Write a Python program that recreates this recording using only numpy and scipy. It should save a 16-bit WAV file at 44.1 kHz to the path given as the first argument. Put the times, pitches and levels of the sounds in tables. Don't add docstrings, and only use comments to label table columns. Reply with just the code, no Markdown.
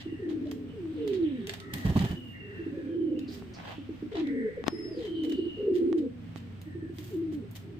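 import sys
import numpy as np
from scipy import signal
from scipy.fft import rfft, irfft, next_fast_len
from scipy.io import wavfile
from scipy.ndimage import map_coordinates

SR = 44100
rng = np.random.default_rng(int(sys.argv[2]) if len(sys.argv) > 2 else 0)


def inscribe(sig):
    pcm = np.round(np.clip(np.atleast_2d(sig).T, -1, 1) * 32767)
    wavfile.write(sys.argv[1], SR, pcm.astype(np.int16))


N = 343539
TIME = np.arange(N) / SR

# [t/s, level/dB ahead of the trims in wings() and feet(), length/s]
WING_STROKES = [(1.726, -35, 0.037), (1.849, -21.5, .024), (1.88, -24, .043), (1.954, -17.5, 0.022),
                (1.999, -23, .028), (2.034, -25, 0.027), (2.095, -30.5, 0.045)]


def undb(db):
    return 10 ** (np.asarray(db) / 20)


def unit(x):
    return x / np.sqrt(np.mean(x ** 2) + 1e-20)


def clock(length):
    return np.arange(max(int(length * SR), 16)) / SR


def colour(x, points):
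    hz, db = np.transpose(points)
    size = next_fast_len(x.shape[-1] + 2048)
    f = np.maximum(np.fft.rfftfreq(size, 1 / SR), 1)
    gain = undb(np.interp(np.log(f), np.log(hz), db))
    return irfft(rfft(x, size) * gain, size)[..., :x.shape[-1]]


def brighten(x, db):
    return colour(x, [(4000, 0), (13000, db)])


def butter(x, hz, kind, order=2):
    sos = signal.butter(order, np.minimum(hz, .45 * SR), kind, fs=SR, output="sos")
    return signal.sosfilt(sos, x)


def walk(rate):
    steps = rng.standard_normal(N // 8)
    return unit(map_coordinates(steps, [TIME * rate], order=1, mode="wrap"))


def arch(t, length):
    return np.sin(np.pi * np.clip(t / length, 0, 1)).clip(0) ** 1.2


def swell(u):
    return np.sin(np.pi * u ** .7).clip(0) ** .8


def pan(x, left_db):
    return x * undb(np.array([[left_db], [-left_db]]) / 2)


def add(out, start, x):
    i = int(start * SR)
    x, i = x[..., max(-i, 0):], max(i, 0)
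    out[..., i:i + x.shape[-1]] += x[..., :max(N - i, 0)]


def piece(x, t):
    i = int(rng.random() * (N - len(t)))
    return x[..., i:i + len(t)]


def room(x, t60, wet_db, lag=0):
    t = clock(0.99)
    onset = 1 - np.exp(-t / 0.00052)
    tail = rng.standard_normal((2, len(t))) * undb(-60 * t / t60) * onset
    tail /= np.sqrt(np.sum(tail ** 2, axis=1, keepdims=True))
    x = x * np.ones((2, 1))
    direct = np.array([np.interp(TIME - lag / SR, TIME, x[0]), x[1]])
    return direct + undb(wet_db) * signal.fftconvolve(x, tail, axes=1)[:, :N]


def syrinx(hz, depth, throb_hz, chance):
    flutter = np.cos(2 * np.pi * np.cumsum(throb_hz * np.exp(.3 * chance[0])) / SR)
    choke = np.clip(depth, 0, 1) * ((1 - flutter) / 2) ** 3
    waver = .04 * depth * chance[1]
    slip = .3 * choke * chance[2]
    phase = 2 * np.pi * np.cumsum(hz * (1 + waver + slip)) / SR
    rasp = .22 * depth * chance[3] * np.cos(phase)
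    octave_db = np.interp(hz, [200, 245, 275, 330], [-10, -14, -19, -24])
    tone = np.sin(phase) + rasp + undb(octave_db) * np.sin(2 * phase)
    return unit((1 - 1.3 * choke) * tone)


def crop(x):
    return butter(x, [170, 530], "band", order=6)


def coos():
    # [t/s, length/s, opening f/Hz, settling/s, held f/Hz before sag,
    #  sag/(Hz/s), level/dB, attack/s, rise/s, fade/(dB/s), release/s, middle throb f/Hz,
    #  throb depth/0-1, left-right/dB]
    long_coos = [(0.169, 0.56, 410, .07, 340, 165.7, -31.5, .04, .13, 33, 0.074, 36.2, 0.81, 1),
                 (.724, 0.47, 454.3, .075, 354, 186.7, -37, 0.013, 0.13, 9.5, 0.138, 17.4, 0.39, -0.5),
                 (0.954, .515, 492, 0.04, 492, 597, -25.5, .055, 0.28, 78.5, 0.064, 26, 0.33, -2),
                 (2.799, 0.3, 295, 0.0994, 340, 60, -28.5, 0.014, 0.22, 13.5, 0.022, 29.6, 0.53, -0.5),
                 (4.11, 0.37, 445, 0.054, 334.8, 273, -28.5, 0.0094, .095, 22.5, 0.076, 24.9, 0.51, 3),
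                 (4.937, .42, 505, .13, 344.3, 105, -29, 0.012, 0.36, 1.5, 0.028, 32, .6, 1.5),
                 (5.565, 0.51, 420, 0.12, 375.9, 99, -24.5, 0.013, 0.17, 7, 0.12, 36, 0.57, 1.5),
                 (7.095, .34, 430, .047, 343.7, 158.5, -32, 0.054, 0.057, 19.5, 0.09, 16.7, 0.28, 0)]
    # [t/s, middle f/Hz, level/dB, pop width/s]
    short_notes = [(0.051, 322, -31, 0.0052), (0.11, 305, -31, .007), (1.098, 392, -31.5, 0.0065),
                   (2.585, 326, -30, 0.005), (2.655, 309, -28, 0.0047), (2.708, 307, -30, 0.0084),
                   (2.767, 337, -29.5, 0.0039), (3.104, 304.6, -22.5, .008), (3.162, 294, -23, 0.0053),
                   (3.222, 283, -32.5, 0.0064), (3.273, 292.9, -33, 0.007), (3.774, 274, -33, 0.0037),
                   (3.886, 314, -30.5, 0.0028), (4.02, 292.5, -26.5, 0.0025), (4.43, 438, -27, 0.018),
                   (4.483, 466, -33, 0.0034), (4.564, 454, -29, 0.0052), (4.717, 338, -28.5, 0.0056),
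                   (4.785, 327, -30.5, 0.00538), (4.846, 320, -31, 0.0039), (4.903, 321, -31.5, 0.0048),
                   (4.964, 325.4, -28, 0.0054), (5.371, 344.6, -23.5, 0.0096),
                   (5.416, 326.2, -23.5, 0.0045), (5.448, 338.2, -27, 0.0093),
                   (5.666, 399.4, -22.5, 0.0063), (6.657, 296, -35.5, 0.0073), (6.744, 338, -31.5, 0.0047),
                   (6.818, 313, -30, 0.0047), (6.889, 316.4, -34.5, 0.0046), (6.979, 304, -35.5, 0.0043)]
    start_db, end_edge_s = -12.5, 0.0031
    release_db, release_drop = -12.5, .22
    faint_db = -31.5
    near, further = np.zeros((2, 2, N))
    chance = np.array([walk(50), walk(90), walk(110), walk(330)])
    for (start, length, opening_hz, settle_s, held_hz, sag, db, attack_s, rise_s, fade, release_s,
         throb_hz, depth, left_db) in long_coos:
        t = clock(length)
        release = np.clip(1 - (length - t) / release_s, 0, 1)
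        hz = held_hz - sag * t + (opening_hz - held_hz) * np.exp(-(t / settle_s) ** 4)
        hz = hz * (1 - release_drop * np.sin(np.pi / 2 * release) ** 2)
        effort_db = start_db * np.maximum(1 - t / rise_s, 0) - fade * np.maximum(t - rise_s, 0)
        effort_db = effort_db + release_db * release ** 2
        edges = np.clip(np.minimum(t / attack_s, (length - t) / end_edge_s), 0, 1)
        voice = syrinx(hz, depth, throb_hz, piece(chance, t))
        place = near if db > faint_db else further
        add(place, start, pan(voice * edges * undb(db + effort_db), left_db))
    for start, hz, db, pop_s in short_notes:
        t = clock(0.0611)
        u = t / t[-1]
        voice = syrinx(hz * (1.06 - .12 * u), .2 + .7 * u, 45, piece(chance, t))
        pop = np.exp(-(t / pop_s - 2) ** 2)
        add(near, start, voice * np.maximum(0.88 * pop, 0.36 * swell(u)) * undb(db))
    return room(crop(near), t60=.31, wet_db=-8, lag=8.8) + room(crop(further), t60=0.21, wet_db=-7)


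def knocks():
    # [t/s, level/dB, top f/Hz, left-right/dB]
    blows = [(0.518, -22.5, 5030, -3), (.856, -30.5, 2500, -3), (3.423, -24.5, 2200, 1),
             (4.64, -19.5, 3520, 19.5), (4.668, -15, 2200, 16), (4.6816, -3, 5940, 15),
             (5.9285, -19, 3750, -15.5), (6.36, -21.5, 4140, -13)]
    # [f/Hz, level/dB, t60/s]
    board_modes = [(276, -13.5, 0.017), (660, -21.5, 0.011), (1097, -32.5, .035), (1815, -35.5, 0.041),
                   (3000, -26.5, 0.0031), (5560, -30.5, 0.0027), (13060, -18, .002)]
    out, t = np.zeros((2, N)), clock(.08)
    ring = sum(undb(db) * np.cos(2 * np.pi * hz * t) * undb(-60 * t / t60) for hz, db, t60 in board_modes)
    for start, db, top_hz, left_db in blows:
        add(out, start, pan(butter(ring, top_hz, "low", order=2) * undb(db), left_db))
    return room(out, t60=0.12, wet_db=-22)


def wings():
    # [f/Hz, gain/dB]
    gust = [(15, -48), (25, -1), (54, -2), (186, 6), (262, -4), (350, -9), (492, -22), (692, -20.5),
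            (1200, -28), (2200, -95)]
    out, air = np.zeros(N), colour(rng.standard_normal(N), gust)
    for start, db, length in WING_STROKES:
        t = clock(2 * length)
        puff = piece(air, t) * np.sin(np.pi * np.sqrt(t / t[-1])) ** 2
        thump = np.sin(2 * np.pi * 3 * t / length) * t * np.exp(-t / (length / 7))
        add(out, start, (unit(puff) + undb(-6) * unit(thump)) * undb(db - 5))
    return room(pan(butter(out, 40, "high"), -1.5), t60=.15, wet_db=-18, lag=8)


def feet():
    # [t/s, length/s, hiss level/dB, body level/dB, top treble/dB]
    drags = [(-.02, 0.058, -52.5, -65, -17), (0.28, 0.062, -55.5, -57, -12),
             (0.444, 0.065, -61, -72, -13.5), (1.12, 0.059, -51.5, -66, -16), (1.472, 0.14, -76, -57, -8),
             (1.676, 0.52, -52.5, -52.5, -0.5), (2.094, 0.3, -77.5, -75, 13),
             (3.277, 0.14, -56.5, -61.5, 1), (3.545, 0.1, -66, -46.5, -4.5), (3.611, 0.16, -57, -44.5, -7),
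             (4.106, .13, -48.5, -46.5, -20.5), (4.659, 0.021, -64, -33.5, 10),
             (4.946, 0.18, -53.5, -60, -12), (5.734, 0.063, -53.5, -79, -4.5),
             (5.971, 0.03, -56, -70, -4.5), (6.342, 0.077, -59.5, -65, -4),
             (6.915, 0.29, -59.5, -66.5, 7.5), (7.314, 0.046, -58.5, -64, 0.5),
             (7.545, 0.036, -53, -61, 4.5)]
    # [t/s, level/dB, top treble/dB]
    grit = [(0.5127, -39.5, 0.5), (1.076, -39, -3.5), (1.4706, -37.5, 0), (1.494, -29.5, -10),
            (1.5364, -32.5, -6), (1.736, -32, 2), (1.782, -43.5, 6), (1.6, -40.5, -6), (1.991, -29, -14),
            (3.19, -45, -5), (4.27, -43, -14), (5.2345, -41.5, -2.5), (5.247, -40.5, -2), (5.2955, -42, 0),
            (5.3214, -40.5, -7), (6.6144, -49.5, 5), (6.984, -44.5, -1), (7.511, -59, 16)]
    # [f/Hz, gain/dB]
    sand = [(1060, -54), (1800, -2.5), (2500, -10.5), (3000, -3), (6180, -14.5), (7360, -15),
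            (10300, -21.5), (11400, -26.5), (12800, -16.5), (15200, -19), (16000, -45)]
    tick_t60_s = 0.031
    sweep_s, sweep_hiss_db, sweep_body_db, sweep_growth = 0.035, -34, -28, 0.56
    out = np.zeros((2, N))
    grains = rng.standard_normal((3, N)) * undb(4 * walk(1500))
    grains = grains[:2] + 0.58 * grains[2]
    hiss = unit(colour(grains, sand))
    body_points = [(200, -17.5), (650, 6.5), (1200, -1.5), (3200, -7.5), (5000, -20.0), (10000, -51.5)]
    body = unit(colour(grains, body_points))
    catches = undb(2.5 * walk(80))
    sweeps = [(start, sweep_s, sweep_hiss_db + sweep_growth * db, sweep_body_db + sweep_growth * db, 0)
              for start, db, _ in WING_STROKES]
    for start, length, hiss_db, body_db, top_db in drags + sweeps:
        t = clock(length)
        rub = piece(hiss, t) * undb(hiss_db) + piece(body, t) * undb(body_db)
        add(out, start, brighten(rub, top_db) * arch(t, length) * piece(catches, t))
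    for start, db, top_db in grit:
        t = clock(0.2)
        snap = np.minimum(t / 0.00058, 1) * undb(-60 * t / tick_t60_s)
        crack = (piece(hiss, t) + undb(-8.5) * piece(body, t)) * snap
        add(out, start, brighten(crack, top_db) * undb(db))
    return room(out, t60=0.29, wet_db=-4.5, lag=12)


def scratches():
    # [t/s, length/s, centre f/Hz, opening level/dB]
    rasps = [(3.276, 0.0626, 4260, -56), (3.316, 0.054, 4780, -56), (3.535, 0.049, 4840, -54),
             (3.653, 0.27, 2960, -57)]
    out = np.zeros(N)
    for start, length, hz, db in rasps:
        t = clock(length)
        rasp = unit(butter(rng.standard_normal(len(t)), [hz / 1.17, hz * 1.17], "band"))
        add(out, start, rasp * np.minimum(t / 0.0041, 1) * undb(db - 27 * (t / length) ** 2))
    return room(out, t60=0.35, wet_db=0.5)


def youngsters():
    # [t/s, length/s, opening f/Hz, middle level/dB, hoarseness/Hz rms]
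    squeals = [(-.15, 0.37, 3010, -59, 83), (0, 0.5, 1926, -65, 120), (0.658, .16, 2996, -64.5, 170),
               (.88, 0.63, 3423, -60, 564), (1.153, 0.43, 1877, -64, 89.4), (1.579, 0.27, 1336, -59.5, 50),
               (1.601, 0.57, 1941, -54, 100), (1.93, 0.797, 3086, -54, 48), (2.28, 0.53, 1950, -56.5, 150),
               (2.66, 0.35, 1761, -61, 75), (2.682, .25, 2520, -69.5, 70), (2.836, 0.33, 3170, -69, 90),
               (3.146, .13, 2780, -59.5, 120), (4.217, 0.48, 2026, -54, 190), (4.702, 0.33, 1997, -63, 100),
               (4.982, 0.8, 3202, -50.5, 60), (4.98, 0.74, 3930, -65, 500), (6.646, 0.3, 1834, -61.5, 64.6)]
    sink, sink_s = .17, .55
    out, shake, flicker = np.zeros(N), walk(450), walk(35)
    for start, length, opening_hz, db, hoarse_hz in squeals:
        t = clock(length)
        hz = opening_hz * (1 - sink * (1 - np.exp(-t / sink_s))) + hoarse_hz * piece(shake, t)
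        tone = np.sin(2 * np.pi * np.cumsum(hz) / SR)
        add(out, start, tone * swell(t / t[-1]) * undb(db + 3.5 * piece(flicker, t)))
    return room(out, t60=0.33, wet_db=3.5, lag=10.3)


def whistle():
    # [t/s, f/Hz, level/dB ahead of a 2 dB lift]
    path = [(4.655, 5080, -62), (4.73, 5185, -56), (4.79, 5200, -53), (4.9, 5150, -59), (4.97, 4700, -61),
            (5.03, 3400, -64)]
    s, hz, db = np.transpose(path)
    fray_hz = np.interp(TIME, s[-3:], [20, 220, 300])
    phase = 2 * np.pi * np.cumsum(np.interp(TIME, s, hz) + fray_hz * walk(450)) / SR
    tone = np.sin(phase) + undb(-24.0) * np.sin(2 * phase)
    level_db = np.interp(TIME, s, db, left=-150, right=-150) + 2.0
    return room(tone * undb(level_db), t60=0.3, wet_db=0.0)


def back_of_loft():
    # [t/s, length/s, middle f/Hz, level/dB]
    back_sounds = [(0.423, 0.3, 424.5, -50), (0.453, 0.03, 630, -42), (1.36, 0.19, 389, -42),
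                   (2.382, 0.25, 397.5, -48.5), (2.702, 0.1393, 545.6, -49.5), (2.82, .17, 510, -51.5),
                   (4.853, 0.12, 637, -51), (5.565, 0.169, 485, -43), (3.05, 0.18, 512, -48.5),
                   (4.252, .29, 448.4, -40), (4.698, 0.28, 412, -46), (5.23, 0.066, 467, -43),
                   (6, 0.098, 476, -39.5), (7.398, 0.081, 386.4, -46.5), (7.617, .21, 329.4, -50.5)]
    sag_hz_per_s = 194.2
    murmur_count, murmur_s, murmur_hz, murmur_db = 26, .35, 300.6, -50.5
    out, chance = np.zeros(N), np.array([walk(50), walk(90), walk(110), walk(300)])
    murmur = [(when * N / SR, murmur_s, murmur_hz * 2 ** (pitch - .5), murmur_db)
              for when, pitch in rng.random((murmur_count, 2))]
    for start, length, hz, db in back_sounds + murmur:
        t = clock(length)
        tone = syrinx(hz - sag_hz_per_s * (t - length / 2), .4, 30, piece(chance, t))
        add(out, start, tone * arch(t, length) * undb(db))
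    return room(butter(out, 620, "low", order=5), t60=0.3, wet_db=-7)


def loft():
    # [f/Hz, gain/dB]
    air_points = [(25, -16.5), (85, 0), (149, -5.5), (265, -1), (416, -20), (600, -21), (950, -27.5),
                  (1840, -26.5), (3000, -29), (6380, -45.5), (9900, -54), (11300, -58.5), (13000, -52.5),
                  (15300, -50), (16000, -75.5)]
    # [middle f/Hz, relative level/dB]
    hum_lines = [(97, -2), (119, -6), (166, -7)]
    # [t/s, level/dB]
    hum_course = [(0, -49.5), (2.5, -51), (5.9, -57.5), (6.25, -45), (7.79, -47)]
    mid, side = colour(rng.standard_normal((2, N)), air_points)
    side = butter(side, 260, "high", order=1) * np.array([[1], [-1]])
    air = unit(mid + side) * undb(-49 + walk(5))
    rumble = colour(air, [(600, 0), (1500, -40)])
    air = rumble + (air - rumble) * undb(1.2 * walk(7))
    hum = unit(sum(np.sin(2 * np.pi * np.cumsum(hz + 3 * walk(14)) / SR) * undb(db + 2 * walk(10))
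                   for hz, db in hum_lines))
    low = hum * undb(np.interp(TIME, *np.transpose(hum_course)))
    thin = unit(butter(rng.standard_normal((2, N)), [7950, 8400], "band")) * undb(3 * walk(5))
    return air + low + thin * undb(-83)


def scene():
    calls = coos() + youngsters() + whistle() + back_of_loft()
    return calls + knocks() + wings() + feet() + scratches() + loft()


def record(dry):
    left = colour(dry[0], [(4500, 0.5), (8000, -1.0), (15000, -5.5)])
    right = colour(dry[1], [(4500, 1.07), (8000, 3.16), (15000, 4.5)])
    top_cut = signal.ellip(8, .2, 70, 15800, fs=SR, output="sos")
    return signal.sosfilt(top_cut, [left, right])


dry = scene()
out = record(dry)
inscribe(out)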